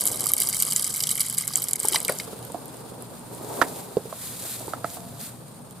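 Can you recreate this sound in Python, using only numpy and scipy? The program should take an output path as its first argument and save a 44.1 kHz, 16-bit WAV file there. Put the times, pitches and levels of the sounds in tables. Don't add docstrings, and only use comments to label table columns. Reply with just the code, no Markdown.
import sys
import numpy as np
from scipy import signal
from scipy.io import wavfile
from scipy.ndimage import uniform_filter1d

SR = 44100
rng = np.random.default_rng(int(sys.argv[2]) if len(sys.argv) > 2 else 0)


def amplitude_ratio(level_db):
    exponent = np.asarray(level_db, float) / 20
    return 10 ** exponent


def generate_wav(sig):
    pcm = np.round(np.clip(np.atleast_2d(sig).T, -1, 1) * 32767).astype(np.int16)
    wavfile.write(sys.argv[1], SR, pcm)


N = 255780


def rms_one(x):
    return x / np.sqrt(np.mean(x ** 2) + 1e-20)


def in_time(rows):
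    s, *columns = np.transpose(rows)
    return [np.interp(np.arange(N) / SR, s, column) for column in columns]


def at_hz(points, hz):
    points_hz, values = np.array(points).T
    return np.interp(np.log(hz), np.log(points_hz), values)


def sides(pan_db):
    return amplitude_ratio(np.array([[.5], [-.5]]) * pan_db)


def stereo(mid, side):
    return mid + side * [[1], [-1]]


def add(out, at_s, sound):
    i = round(at_s * SR)
    out[:, i:i + sound.shape[1]] += sound[:, :N - i]


def drift(rate_hz):
    coarse = 40
    r = np.exp(-2 * np.pi * coarse * rate_hz / SR)
    noise = rng.standard_normal(N // coarse + 2002)
    slow = signal.lfilter([1], [1, -2 * r, r * r], noise)[2000:]
    return np.interp(np.arange(N) / coarse, np.arange(len(slow)), rms_one(slow))


def resonate(x, hz, width_hz):
    r = np.exp(-np.pi * width_hz / SR)
    poles = [1, -2 * r * np.cos(2 * np.pi * hz / SR), r * r]
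    return signal.lfilter(np.array([1, 0, -1]) * (1 - r * r) / 2, poles, x + 1e-18)


def resonate_twice(x, hz, width_hz, second_width_hz):
    return resonate(resonate(x, hz, width_hz), hz, second_width_hz)


def mode(t, hz, t60, rise_cycles):
    rise = (1 - np.exp(-t * hz / rise_cycles)) ** 2
    tone = np.sin(2 * np.pi * hz * t) * rise * amplitude_ratio(-60 * t / max(t60, .004))
    return tone / abs(tone).max()


def bands(spectrum, source, per_octave):
    bottom, top = spectrum[0][0], spectrum[-1][0]
    edges = bottom * 2 ** np.arange(0, np.log2(top / bottom) + 1 / per_octave, 1 / per_octave)
    for k, (low, high) in enumerate(zip(edges, np.minimum(edges[1:], .45 * SR))):
        hz = np.sqrt(low * high)
        sos = signal.butter(2, [low, high], "band", fs=SR, output="sos")
        yield hz, amplitude_ratio(at_hz(spectrum, hz)), signal.sosfilt(sos, source[k % len(source)])


def airy_noise(spectrum, likeness, patchy_db, flicker_hz, per_octave=2):
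    out, together = 0, drift(flicker_hz)
    for hz, gain, (mid, side) in bands(spectrum, rng.standard_normal((2, 2, N)), per_octave):
        alike = np.clip(at_hz(likeness, hz), -1, 1)
        flicker = amplitude_ratio(patchy_db * (together + 0.41 * drift(flicker_hz)))
        out = out + gain * flicker * stereo(np.sqrt(1 + alike) * mid, np.sqrt(1 - alike) * side)
    return rms_one(out)


def grains(per_s, spread_db, wide_db, burst_s):
    length = len(per_s)
    sizes = amplitude_ratio(spread_db * np.minimum(rng.exponential(1, length), 4))
    hits = sizes * (rng.random(length) < per_s / SR)
    placed = hits * sides(wide_db * rng.standard_normal(length))
    envelope = signal.lfilter([1], [1, -np.exp(-1 / (burst_s * SR))], placed)
    mid, side = rng.standard_normal((2, length))
    return envelope * stereo(mid, 0.3 * side)


def swells(table):
    s, db, rise_s, fade_s = np.transpose(table)[:, :, None]
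    late = np.arange(0, N + 64, 64) / SR - s
    tens_down = np.where(late < 0, -late / rise_s, late / fade_s)
    power = amplitude_ratio(2 * (db - 10 * tens_down)).sum(0)
    return np.interp(np.arange(N) / 64, np.arange(len(power)), np.sqrt(power))


# pitch_hz, level_db per Hz
AIR_SPECTRUM = [(15, -55), (25, -30.5), (115, -5), (149, -8), (178, 4), (213, -10.5), (536, -28),
                (629, -6.5), (724, -17.5), (1350, -23), (3000, -53.5)]
# pitch_hz, likeness (1 = mono)
OPEN_LIKENESS = [(60, 1), (180, 0.68), (550, 0.46), (1650, 0.34), (4970, 0.13), (15000, 0.024)]


def open_air():
    return amplitude_ratio(-48) * airy_noise(AIR_SPECTRUM, OPEN_LIKENESS, patchy_db=-1.13, flicker_hz=1.4)


# pitch_hz, width_hz, level_db
HUM_TONES = [
    (121.2, 11.2, -51.5),
    (149.1, 12, -54),
    (180.3, 11.2, -54),
    (240.4, 21, -58),
    (8850, 500, -59.5),
]


def hum():
    out = np.zeros((2, N))
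    for hz, width_hz, db in HUM_TONES:
        mid, side = rng.standard_normal((2, N))
        out += amplitude_ratio(db) * rms_one(resonate_twice(stereo(mid, 0.27 * side), hz, width_hz, width_hz))
    return out


# pitch_hz, level_db per Hz
RUMBLE_SPECTRUM = [(150, -41), (250, -4), (354, -8.5), (496, -1.5), (557, -7.5), (953, -10), (1800, -33),
                   (2340, -69)]
# peak_s, level_db, rise_s per 10 dB, fade_s per 10 dB
HEAVES = [
    (0.05, -39, .3, .5),
    (2.02, -42, .45, 1.2),
    (2.7, -46, .5, 1.5),
    (3.6, -34, .2, .12),
    (3.8, -39.5, .2, .2),
    (4.7, -45, .6, .6),
]


def rumble():
    noise = airy_noise(RUMBLE_SPECTRUM, OPEN_LIKENESS, patchy_db=1.8, flicker_hz=15, per_octave=2.946)
    return np.hypot(amplitude_ratio(-51), swells(HEAVES)) * noise


# centre_s, length_s
LEVEL_DIPS = [
    (0.328, .012),
    (0.349, .008),
    (1.365, .014),
    (1.468, .01),
    (1.722, .014),
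    (1.748, .012),
    (1.774, .016),
]


def level_dips():
    t = np.arange(0, N + 32, 32) / SR
    dip = amplitude_ratio(-9 * sum(np.exp(-(2 * (t - s) / length_s) ** 4) for s, length_s in LEVEL_DIPS))
    return np.interp(np.arange(N) / SR, t, dip)


# time_s, level_db
FIELD_LEVEL = [
    (1.8, -46),
    (2.2, -43),
    (2.67, -47.5),
    (5.8, -52),
]
# pitch_hz, level_db per Hz
HISS_SPECTRUM = [(820, -19), (1400, -1), (1680, -16.5), (2800, -4.5), (3010, -13.5), (4040, -3.5),
                 (6460, -14.5), (8590, 3), (9710, -6.5), (13500, -7), (16000, -16)]


def field_hiss(sweeps):
    stirred = amplitude_ratio(-6) * uniform_filter1d(sweeps, round(.1 * SR))
    level = np.hypot(amplitude_ratio(in_time(FIELD_LEVEL)[0]), stirred)
    noise = airy_noise(HISS_SPECTRUM, OPEN_LIKENESS, patchy_db=1.36, flicker_hz=38, per_octave=3)
    return level_dips() * level * noise


def snaps():
    bright = signal.butter(2, [3000, 13000], "band", fs=SR, output="sos")
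    crackle = grains(np.full(N, 160.), spread_db=4.0, wide_db=2.0, burst_s=.0006)
    return amplitude_ratio(-11) * rms_one(signal.sosfilt(bright, crackle))


# peak_s, level_db, rise_s per 10 dB, fade_s per 10 dB
SWEEPS = [(3.34, -47, .03, .025), (3.56, -38, .15, .15), (3.62, -31, .012, .015), (3.8, -39.5, .2, .05),
          (3.98, -47, .1, .025), (4.25, -35.5, .125, .2), (4.52, -32, .14, .07), (4.62, -42, .04, .04),
          (4.69, -40, .04, .08), (4.86, -43, .02, .2), (4.97, -39, .1, .014), (5.07, -48, .03, .1),
          (5.21, -37, .015, .07), (5.26, -38, .08, .045)]
# pitch_hz, level_db per Hz
RUSTLE_SPECTRUM = [(880, -39), (1500, -12), (1830, -13), (2100, -5), (2800, -12.5), (3810, 1), (6180, -9.5),
                   (9190, 7.5), (14600, -2), (16000, -20)]
# pitch_hz, likeness (1 = mono)
GRASS_LIKENESS = [(60, 0.78), (240, 0.51), (950, 1), (3770, 0.83), (15000, -0.44)]


def grass_rustle(sweeps):
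    brush = airy_noise(RUSTLE_SPECTRUM, GRASS_LIKENESS, patchy_db=1.52, flicker_hz=31)
    rustle = sweeps * (brush + snaps())
    rustle[0] = np.roll(rustle[0], 1)
    return rustle


# start_s, level_db
HANDLE_RINGS = [
    (4.735, -51),
    (4.846, -49),
    (4.97, -48),
]


def handle():
    out, t = np.zeros((2, N)), np.arange(SR) / SR
    for s, db in HANDLE_RINGS:
        add(out, s, amplitude_ratio(db) * sides(-4.5) * mode(t, hz=686, t60=1.3, rise_cycles=1.3))
    return out


def knocks(table, t60, pan_db, rattle, thud, edge=0.3):
    out, t = np.zeros((2, N)), np.arange(4000) / SR
    for s, db, hz, high_db, high_hz in table:
        noise = rng.standard_normal(len(t))
        modes = mode(t, hz, t60, rise_cycles=0.24)
        modes = modes + amplitude_ratio(high_db) * mode(t, high_hz, 0.81 * t60, rise_cycles=0.28)
        modes = modes + thud * mode(t, 0.454 * hz, t60, rise_cycles=0.33)
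        shaken = noise * np.exp(-t / .016) * np.minimum(t / .004, 1)
        low, high = (resonate_twice(shaken, f, 0.53 * f, 0.75 * f) for f in (hz, high_hz))
        tail = low / abs(low).max() + amplitude_ratio(high_db - 5.5) * high / abs(high).max()
        crack = resonate(noise * np.exp(-t / .004), 3100, 2500)
        crack = edge * amplitude_ratio(np.clip(high_db, -24, 6) / 2) * crack
        add(out, s + .001, amplitude_ratio(db) * sides(pan_db) * (rattle * tail + crack - modes))
    return out


# start_s, low_db, low_hz, high_db above low, high_hz
SLOPS = [
    (1.847, -22, 420, 2, 870),
    (1.918, -30.5, 342, -6, 1330),
    (1.945, -25.5, 910, 5, 1010),
    (1.959, -31, 655, 15, 2035),
    (2.084, -31.5, 483, 13, 2250),
    (2.091, -22, 1450, 0, 1900),
    (2.095, -14, 530, -8, 958),
    (2.198, -38, 490, 14, 2160),
]
LAPS = [
    (2.275, -30, 457, -7, 1140),
    (2.329, -31, 450, -11, 1330),
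    (2.498, -31, 480, -4.5, 915),
    (2.544, -21.5, 700, -19, 890),
    (2.917, -32.5, 463, -16, 1090),
]
BUMP = [
    (3.6142, -14.5, 650, 9, 1390),
    (3.6165, -17, 313, 5.5, 1050),
    (3.6198, -18.5, 620, 7.5, 1770),
    (3.6245, -17, 920, 2, 1280),
]
KNOCKS = [
    (3.968, -9, 431, -39, 910),
    (4.054, -28, 443, -23, 926),
    (4.125, -25.5, 630, -1, 1080),
    (4.607, -32, 620, -14, 980),
    (4.679, -28, 370, 1, 902),
    (4.734, -21, 700, 2, 1300),
    (4.843, -17, 682, -0.5, 1295),
    (4.969, -28, 714, -8, 950),
]


def bucket_blows():
    blows = knocks(SLOPS, t60=.025, pan_db=3.0, rattle=0.28, thud=0.18)
    blows += knocks(LAPS, t60=.04, pan_db=-6.0, rattle=0.26, thud=0.34)
    blows += knocks(BUMP, t60=.022, pan_db=-8.0, rattle=0.22, thud=0.17, edge=0.55)
    blows += knocks(KNOCKS, t60=.024, pan_db=-6.0, rattle=0.24, thud=0.22) + handle()
    blows[0] = np.roll(blows[0], 2)
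    return blows


# start_s, level_db, pitch_hz
BUBBLES = [(0.2623, -28, 1170), (0.3057, -31, 1130), (0.3356, -29.5, 2160), (0.3716, -37, 2180),
           (0.415, -30, 2040), (0.4354, -32, 1180), (0.5187, -46, 1670), (0.5372, -27.5, 2100),
           (0.5965, -44, 2200), (0.6814, -32, 1150), (0.8724, -38, 1240), (1.1822, -31, 2200),
           (1.2032, -31, 2150), (1.2351, -38, 2140), (1.4366, -32.5, 2090), (1.5055, -33, 1120),
           (1.5783, -32, 1190), (1.7519, -34, 2130)]


def bubbles():
    out, t = np.zeros((2, N)), np.arange(1500) / SR
    for s, db, hz in BUBBLES:
        tone = mode(t * (1 + 3.7 * t), hz, t60=0.027, rise_cycles=1.04)
        add(out, s, amplitude_ratio(db - 2.5) * sides(-1.3) * tone)
    return out


# pitch_hz, level_db per Hz
SPATTER_SPECTRUM = [(2940, -20), (5000, -12.5), (6100, -11), (6530, -8.5), (7030, -10), (7790, 1),
                    (10200, 2), (11700, -9), (14900, -10.5), (16000, -45)]


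def spatter(spatter_db, density):
    shared = grains(450.0 * density, spread_db=3.5, wide_db=6.0, burst_s=0.00056)
    draws = []
    for _ in range(4):
        own = grains(650. * density, spread_db=4.0, wide_db=5.5, burst_s=0.0004)
        draws.append(0.7 * shared + own)
    out = 0
    for hz, gain, band in bands(SPATTER_SPECTRUM, draws, per_octave=3):
        out = out + gain * sides(-.6 * max(hz - 8000, 0) / 1000) * band
    return amplitude_ratio(spatter_db) * rms_one(out)


# pitch_hz, width_hz, level_db
AIR_POCKETS = [(1195, 200, -3.5), (1600, 110, -9), (2175, 340, 0.5), (3130, 300, 0.5), (3960, 420, -1),
               (4760, 670, 5.5), (5520, 420, -2)]


def slaps(slap_db, density):
    out = 0
    for hz, width_hz, db in AIR_POCKETS:
        hits = grains(300. * density, spread_db=1.5, wide_db=0.0, burst_s=0.0013)
        out = out + amplitude_ratio(db) * rms_one(resonate_twice(hits, hz, width_hz, 2 * width_hz))
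    return amplitude_ratio(slap_db) * rms_one(out)


def drops(table, burst_s, width_hz):
    out, t = np.zeros((2, N)), np.arange(-100, 500) / SR
    bright = signal.butter(4, [7300, 12200], "band", fs=SR, output="sos")
    fizz = np.exp(-abs(t) / np.where(t < 0, .0008, .002))
    shape = (t > -.0002) * np.exp(-abs(t) / burst_s) + 0.1 * fizz
    for s, db, hz, body_db in table:
        mid, side, wet, chance = rng.standard_normal((4, len(t)))
        burst = shape * stereo(mid, .4 * side)
        top = signal.sosfilt(bright, 0.3 * burst) + resonate_twice(burst, hz, width_hz, 2 * width_hz)
        body = 0
        for (pocket_hz, pocket_width, pocket_db), luck in zip(AIR_POCKETS[3:], chance[1:]):
            ring = resonate_twice(np.sqrt(shape) * wet, pocket_hz, pocket_width, 2 * pocket_width)
            body = body + amplitude_ratio(pocket_db + 4.8 * luck) * ring
        pan_db = -.9 * (hz - 7000) / 1000 + 2.0 * chance[0]
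        drop = top / abs(top.mean(0)).max() + amplitude_ratio(body_db - 1.5) * body / abs(body).max()
        add(out, s + t[0], amplitude_ratio(db) * sides(pan_db) * drop)
    return out


def middling_drops():
    stream_end_s, per_s = 1.42, 45
    count = round(stream_end_s * per_s)
    place, size, pitch, body = rng.random((count, 4)).T
    s = .005 + (np.arange(count) + place) / per_s
    return np.transpose([s, -19 + 16 * (size - .5), 7500 + 5000 * pitch, -15 + 22 * (body - .5)])


def clumps(table, length, scatter_s, steady):
    spray = np.zeros(length)
    for s, db, *_ in table:
        spray[round(s * SR)] = amplitude_ratio(.3 * db)
    spray = signal.lfilter([1], [1, -np.exp(-1 / (scatter_s * SR))], spray)
    density = (steady + spray / spray.mean()) * amplitude_ratio(2.5 * drift(60)[:length])
    return density / density.mean()


# time_s, spatter_db, slap_db below spatter
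POUR = [
    (0.0, -28, -10.5),
    (0.33, -31.5, -10.5),
    (0.55, -27, -12),
    (0.78, -29.5, -10.5),
    (1.25, -31.5, -10),
    (1.65, -32, -9.5),
    (1.77, -36, -11),
    (1.93, -27, -7),
    (2.06, -36.5, -7),
    (2.24, -37, -13),
]
# start_s, peak_db, brightest_hz, body_db below peak drops bursting on
STREAM_DROPS = [(0.0094, -7, 9600, -20), (0.0551, -6, 11700, -30), (0.0676, -5, 9500, -31),
                (0.075, -5.5, 7800, -31.5), (0.24, -15, 10600, -26), (0.268, -9, 11100, -16),
                (0.318, -8, 11800, -28), (0.3361, 0.5, 11500, -22), (0.3664, -11, 9000, -26),
                (0.4022, -8, 11200, -15), (0.4085, -9, 10500, -20), (0.4204, -9, 10400, -10),
                (0.4885, -10.5, 11900, -20), (0.546, -9, 9000, -29), (0.6012, -7, 7800, -20),
                (0.623, -6, 11700, -13), (0.7226, -10, 8500, -5), (0.7622, -1, 7600, -21.5),
                (0.8443, -7, 7700, -30), (0.9609, -14, 9200, -11), (1.0048, -10, 13300, -8),
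                (1.0372, -8.5, 7800, -6), (1.0707, -12, 9500, -6), (1.1057, -12, 9300, -36),
                (1.1134, -6, 8300, -31), (1.2055, -7, 11300, -24), (1.2081, -6.5, 11300, -7),
                (1.215, -7, 8700, -20), (1.3806, -9, 12210, -13), (1.3846, -7, 9000, -26),
                (1.4224, -15, 11600, -12), (1.478, -7, 9600, -28), (1.5356, -20, 10900, -3),
           (1.557, 0, 7900, -27), (1.574, -14, 11900, -16), (1.6209, -13, 11700, -23),
           (1.6405, -9, 9700, -27), (1.6848, -14.5, 7700, -11.5), (1.7104, -15, 10900, -22),
           (1.7332, -1, 7900, -30), (1.7581, -12, 10900, -22), (1.7944, -16, 8400, -20),
           (1.8007, -9.5, 8700, -27), (1.8318, -13, 8100, -19), (1.853, -9, 9100, -24),
           (1.8737, -17, 8500, -15), (1.8851, 0.5, 8400, -47), (1.9236, -16, 8900, -12),
           (1.9326, -18, 10200, 3), (1.9445, -12, 8000, -3), (1.951, -14, 9000, -3), (1.958, -13, 12300, 2),
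           (2.003, -12, 9400, -23), (2.049, -13, 12200, -7), (2.0815, -10, 8200, -18),
           (2.0949, -12, 9800, -19), (2.0978, -16, 12200, -6), (2.1228, -15, 11300, -17),
           (2.187, -16.5, 7500, -25), (2.1994, -25.5, 10900, 5)]
DRIPS = [(2.39, -31, 8850, -20), (2.4269, -29.5, 9990, -10), (2.4502, -26, 12200, -27),
         (2.5202, -24, 8300, -20), (2.657, -28, 11000, -14), (2.6813, -31, 8750, -27),
         (2.7696, -32, 9010, -20), (3.0235, -23.5, 11000, -36), (3.1948, -32, 8980, -22),
         (3.3487, -29, 8970, -19), (4.6726, -28, 8840, -24), (5.7094, -31, 12600, -18)]


def pour():
    pour_end = round(2.27 * SR)
    flow_db, slap_db = (curve[:pour_end] for curve in in_time(POUR))
    falling = STREAM_DROPS + list(middling_drops())
    density = clumps(falling, pour_end, scatter_s=.005, steady=1.5)
    water = drops(falling, burst_s=0.00034, width_hz=1220)
    water += drops(DRIPS, burst_s=0.00062, width_hz=1100)
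    fade = np.clip((pour_end - np.arange(pour_end)) / SR * 40, 0, 1)
    add(water, 0, fade * (spatter(flow_db, density) + slaps(flow_db + slap_db, density)))
    water *= level_dips()
    lag = round(0.00103 * SR)
    water[:, lag:] += amplitude_ratio(-18) * water[:, :-lag]
    return water - .8 * resonate(water, 2570, 330)


def scene():
    sweeps = swells(SWEEPS)
    background = open_air() + hum() + rumble() + field_hiss(sweeps)
    return background + grass_rustle(sweeps) + bucket_blows() + bubbles() + pour()


def low_pass(x):
    return signal.sosfilt(signal.butter(12, 16490, fs=SR, output="sos"), x)


def record(dry):
    cut = signal.cheby2(12, 70, 16600, fs=SR, output="sos")
    mix = signal.sosfilt(cut, 1.312 * np.tanh(dry / 1.28))
    return low_pass(mix)


dry = scene()
out = record(dry)
generate_wav(out)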